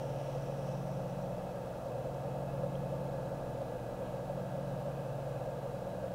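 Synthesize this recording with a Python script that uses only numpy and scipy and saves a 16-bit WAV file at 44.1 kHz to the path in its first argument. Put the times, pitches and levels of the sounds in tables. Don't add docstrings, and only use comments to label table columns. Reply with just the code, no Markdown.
import sys
import numpy as np
from scipy import signal
from scipy.fft import rfft, irfft
from scipy.io import wavfile

SR = 44100
rng = np.random.default_rng(int(sys.argv[2]) if len(sys.argv) > 2 else 0)


def unload_wav(signal):
    wavfile.write(
        sys.argv[1],
        SR,
        np.round(np.clip(np.atleast_2d(signal).T, -1, 1) * 32767).astype(np.int16),
    )


N = 270774

MOTOR_HZ = 15.403
# multiple of shaft speed, mean level/dB
MOTOR_HARMONICS = [(4, -71.5), (6, -74), (8, -61.5), (13, -69), (14, -65.5), (16, -63), (17, -64.5),
                   (18, -68), (19, -63.5), (20, -64.5), (21, -63), (22, -75.5), (23, -66), (24, -65.5),
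                   (57, -62.5), (58, -62.5), (60, -67), (62, -79), (67, -77), (84, -72), (91, -79.5),
                   (107, -84), (109, -73.5), (128, -80.5), (169, -88)]
# multiple of shaft speed, shaft level at t = 0/dB, second part level at t = 0/dB, in step at t/s
BEATING_PAIRS = [(5, -66, -61.5, 2.84), (9, -46, -49.5, 2.756), (11, -59.5, -52.5, 3),
                 (12, -51, -55.5, 2.78)]
PARTNER_GAP_HZ = 0.0499
BEAT_SAG_DB_PER_S = 0.42

# f/Hz, width/Hz, level before the change of colour is applied/dB
WHINE_WHISTLES = [(1186, 8, -74), (1616, 8, -77), (2486, 12, -82), (2516, 12, -83), (2633, 12, -85),
                  (2850, 12, -85), (3019, 12, -84), (3772, 12, -87), (3875, 12, -88), (3919, 12, -86),
                  (3979, 12, -84), (4113, 12, -88)]
WHISTLE_LIFT_DB = (-2, 1)
THIN_WHINE = (2590, 48, -74.5, -80)  # f/Hz, width/Hz, level before/dB, level after/dB
WHINE_SHIFT_S, WHINE_SHIFT_LENGTH_S = 3.03, 0.3
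# low f/Hz, high f/Hz, lift before/dB, lift after/dB
WHINE_COLOUR_BANDS = [(1430, 1730, -1, 2.5), (2450, 2720, 0.5, 0)]

BELT_LOOP_S = 0.6812
# f/Hz, relative spectral level/dB
RUMBLE_SPECTRUM = [(12, -58), (20, -5), (70, -18.5), (130, -9.5), (176, -8.5), (226, -17), (395, -16),
                   (552, 1), (887, -14), (992, -18.5), (1640, -26.5), (1880, -32.5), (2560, -33.5),
                   (3580, -36.5), (15700, -45)]
RUMBLE_DB = -42.5
# f/Hz, width/Hz, lift/dB
HOUSING_MODES = [(100, 7.4, -5), (142.2, 10, 8), (158.4, 8, -13), (210, 10, 1.5), (229, 29, 7.5),
                 (430, 20, -2.5), (495, 35, 3), (748.5, 9.7, -4.5), (757, 54, 4), (1174, 83, 3.5),
                 (1365, 63, 4), (1610, 71, 4), (2400, 55, -2.5), (2600, 120, 3.5), (2810, 110, 2),
                 (3310, 180, 2.5), (3930, 50, 3)]
# f/Hz, share per belt loop (0-1), share per shaft turn (0-1)
REPEATING_SHARES = [(60, 0, 0.2), (190, 0.2, 0), (260, 0.2, 0.02), (446, 0.33, 0.04), (910, 0.36, 0.08),
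                    (1280, 0.05, 0.24), (2530, 0.03, 0.02), (6000, 0, 0.07)]
# f/Hz, mean level/dB
BELT_PARTIALS = [(443.6, -61), (475.3, -62), (483.2, -61), (493.5, -62), (496.5, -60), (502.3, -61),
                 (508.2, -59), (518.6, -60), (536.1, -56), (546.4, -57), (553.3, -59), (562.6, -61),
                 (582.2, -59), (595.2, -61), (605.1, -59), (631.5, -62), (677.7, -61), (693.2, -65),
                 (728.6, -64), (750.5, -66)]
# t into the loop/s, mean peak level/dB
BELT_LUMP_STRIKES = [(.027, -39), (.215, -40), (.291, -39), (.505, -41), (.594, -31.5)]
KNOCK_HZ, KNOCK_WIDTH_HZ = 551, 71

# touch t/s, deepest t/s, lift t/s, ring level at deepest/dB, scrape level at deepest/dB
TOOL_CUTS = [(-.5, .15, 2.55, -68.5, -65), (3.7, 5.0, 6.5, -91, -73)]
TRIM_RING_HZ, TRIM_RING_WIDTH_HZ = 5670, 1130
TRIM_HISS_HZ, TRIM_HISS_WIDTH_HZ, TRIM_HISS_DB = 7900, 2500, -8
TRIM_SCRAPE_HZ, TRIM_SCRAPE_WIDTH_HZ = 2680, 1070
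BITE_DB_PER_S = 4
RING_HOLD_S, RING_FADE_DB_PER_S, SCRAPE_FADE_DB_PER_S = 0.45, 9, 12.5
CONTACT_S = 0.15
UNEVEN_DB = 1.1
# t/s, initial level ahead of the onset ramp/dB, final f/Hz, t60/s, rise into the pitch (0-1)
TOOL_TICKS = [(2.1440, -49, 6000, .007, .25), (2.7536, -44.5, 3300, .016, .3)]

MAINS_HZ, MAINS_DB = 120.05, -50.5
WARBLE_HZ, WARBLE_DB, WARBLES_PER_S, WARBLE_DEPTH_RAD = 58.08, -59.5, 3.06, 1.1
CUTOFF_HZ = 15740


def from_db(db):
    return 10 ** (np.asarray(db) / 20)


def rms_one(x):
    return x / np.sqrt(np.mean(x ** 2) + 1e-20)


def at_hz(points, hz, axis=1):
    points = np.array(points)
    return np.interp(np.log(hz), np.log(points[:, 0]), points[:, axis])


def drift(rate):
    r = np.exp(-80 * np.pi * rate / SR)
    noise = rng.standard_normal(N // 40 + 4002)
    slow = signal.lfilter([1], [1, -2 * r, r * r], noise)[4000:]
    return np.interp(np.arange(N) / 40, np.arange(len(slow)), rms_one(slow))


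def resonate(x, hz, width_hz):
    r = np.exp(-np.pi * width_hz / SR)
    zeros = np.array([1, 0, -1]) * (1 - r * r) / 2
    poles = [1, -2 * r * np.cos(2 * np.pi * hz / SR), r * r]
    return signal.lfilter(zeros, poles, x + 1e-18)


def resonate_twice(x, hz, width_hz):
    return resonate(resonate(x, hz, width_hz), hz, width_hz)


def tone(level_db, angle):
    return from_db(level_db) * np.sqrt(2) * np.sin(angle + rng.uniform(0, 2 * np.pi))


def looped(turns, count):
    surface = rng.standard_normal(count)
    return surface[(turns % 1 * count).astype(int)]


def step(at_s, length_s):
    return 0.5 + 0.5 * np.tanh(2 * (np.arange(N) / SR - at_s) / length_s)


def motor_turns():
    speed = MOTOR_HZ * (1 + 0.0003 * drift(0.5))
    return np.cumsum(speed) / SR


def motor_hum(turns):
    angle = 2 * np.pi * turns
    waver = [drift(0.17) for _ in range(4)]
    steady = sum(tone(db + 2.0 * waver[k % 4], k * angle) for k, db in MOTOR_HARMONICS)
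    return steady + beating(angle)


def beating(angle):
    t, pairs = np.arange(N) / SR, 0
    for k, shaft_db, partner_db, in_step_s in BEATING_PAIRS:
        shaft_angle = k * angle + rng.uniform(0, 2 * np.pi)
        slip = 2 * np.pi * k * PARTNER_GAP_HZ * (t - in_step_s)
        shaft = from_db(shaft_db) * np.sin(shaft_angle)
        partner = from_db(partner_db) * np.sin(shaft_angle + slip)
        pairs = pairs + shaft + partner
    return np.sqrt(2) * pairs * from_db(-BEAT_SAG_DB_PER_S * t)


def whine_lift(before_db, after_db):
    change = step(WHINE_SHIFT_S, WHINE_SHIFT_LENGTH_S)
    return from_db(before_db + (after_db - before_db) * change)


def motor_whine():
    air = rng.standard_normal(N)
    whistles = sum(from_db(db) * rms_one(resonate_twice(air, hz, width))
                   for hz, width, db in WHINE_WHISTLES)
    hz, width, before_db, after_db = THIN_WHINE
    thin = whine_lift(before_db, after_db) * rms_one(resonate_twice(air, hz, width))
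    return thin + whine_lift(*WHISTLE_LIFT_DB) * whistles


def rumble(turns):
    hz = np.maximum(np.fft.rfftfreq(N, 1 / SR), 1)
    belt_share, shaft_share = (np.clip(at_hz(REPEATING_SHARES, hz, axis=k), 0, 0.45) for k in (1, 2))
    belt = looped(np.arange(N) / SR / BELT_LOOP_S, count=round(BELT_LOOP_S * SR))
    shaft = looped(turns, count=round(SR / MOTOR_HZ))
    mix = np.sqrt(belt_share) * rfft(belt) + np.sqrt(shaft_share) * rfft(shaft)
    mix += np.sqrt(1 - belt_share - shaft_share) * rfft(rng.standard_normal(N))
    modes_db = sum(db / (1 + (2 * (hz - top) / width) ** 2) for top, width, db in HOUSING_MODES)
    colour_db = at_hz(RUMBLE_SPECTRUM, hz) + modes_db
    body = from_db(RUMBLE_DB) * rms_one(irfft(mix * from_db(colour_db), N))
    lifted = body
    for low_hz, high_hz, before_db, after_db in WHINE_COLOUR_BANDS:
        band_filter = signal.butter(2, [low_hz, high_hz], "band", fs=SR, output="sos")
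        band = signal.sosfilt(band_filter, body)
        lifted = lifted + (whine_lift(before_db, after_db) - 1) * band
    return lifted


def belt_tones():
    waver = [drift(0.94) for _ in range(5)]
    clock = 2 * np.pi * np.arange(N) / SR
    return sum(tone(db + 1.2 * waver[k % 5], hz * clock) for k, (hz, db) in enumerate(BELT_PARTIALS))


def belt_knocks():
    clicks = np.zeros(N)
    for s, peak_db in BELT_LUMP_STRIKES:
        at = (np.arange(s - 0.004, N / SR, BELT_LOOP_S) * SR).astype(int)
        clicks[at] += from_db(peak_db + 1.5 * rng.standard_normal(10)[:len(at)])
    impulse = np.eye(1, 2000)[0]
    unit_peak = resonate_twice(impulse, KNOCK_HZ, KNOCK_WIDTH_HZ).max()
    return resonate_twice(clicks, KNOCK_HZ, KNOCK_WIDTH_HZ) / unit_peak


def trimming():
    sizes = from_db(2.3 * rng.exponential(1, N).clip(0, 4))
    grains = (rng.random(N) < 9000 / SR) * sizes
    grit = grains * rng.standard_normal(N) * from_db(1.2 * drift(30))
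    t, ring_gain, scrape_gain = np.arange(N) / SR, 0, 0
    for touch_s, deepest_s, lift_s, ring_db, scrape_db in TOOL_CUTS:
        contact = step(touch_s, CONTACT_S) * (1 - step(lift_s, CONTACT_S))
        bite_db = -BITE_DB_PER_S * np.maximum(deepest_s - t, 0)
        contact = contact * from_db(bite_db + UNEVEN_DB * drift(7.5))
        past = np.maximum(t - deepest_s, 0)
        ring_fade_db = RING_FADE_DB_PER_S * np.maximum(past - RING_HOLD_S, 0)
        ring_gain = ring_gain + contact * from_db(ring_db - ring_fade_db)
        scrape_gain = scrape_gain + contact * from_db(scrape_db - SCRAPE_FADE_DB_PER_S * past)
    ring = rms_one(resonate_twice(grit, TRIM_RING_HZ, TRIM_RING_WIDTH_HZ))
    hiss = rms_one(resonate_twice(grit, TRIM_HISS_HZ, TRIM_HISS_WIDTH_HZ))
    scrape = rms_one(resonate_twice(grit, TRIM_SCRAPE_HZ, TRIM_SCRAPE_WIDTH_HZ))
    return ring_gain * (ring + from_db(TRIM_HISS_DB) * hiss) + scrape_gain * scrape


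def ticks():
    out, t = np.zeros(N), np.arange(int(0.05 * SR)) / SR
    for s, peak_db, hz, t60, rise in TOOL_TICKS:
        pitch = hz * (1 - rise * np.exp(-t / 0.0006))
        angle = 2 * np.pi * np.cumsum(pitch) / SR
        onset = 1 - np.exp(-t / 0.0003)
        out[int(s * SR):][:len(t)] += from_db(peak_db - 60 * t / t60) * np.sin(angle) * onset
    return out


def mains_hum():
    clock = 2 * np.pi * np.arange(N) / SR
    return tone(MAINS_DB + 0.89 * drift(1.0), MAINS_HZ * clock)


def low_warble():
    clock = 2 * np.pi * np.arange(N) / SR
    swing = WARBLE_DEPTH_RAD * np.sin(WARBLES_PER_S * clock)
    return tone(WARBLE_DB, WARBLE_HZ * clock + swing)


def scene():
    turns = motor_turns()
    wheel = motor_hum(turns) + motor_whine() + rumble(turns) + belt_tones() + belt_knocks()
    tool = trimming() + ticks()
    return (wheel + tool + mains_hum() + low_warble())[None]


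def record(dry):
    low_pass = signal.ellip(16, 0.2, 70, CUTOFF_HZ, fs=SR, output="sos")
    return signal.sosfilt(low_pass, dry)


dry = scene()
out = record(dry)
unload_wav(out)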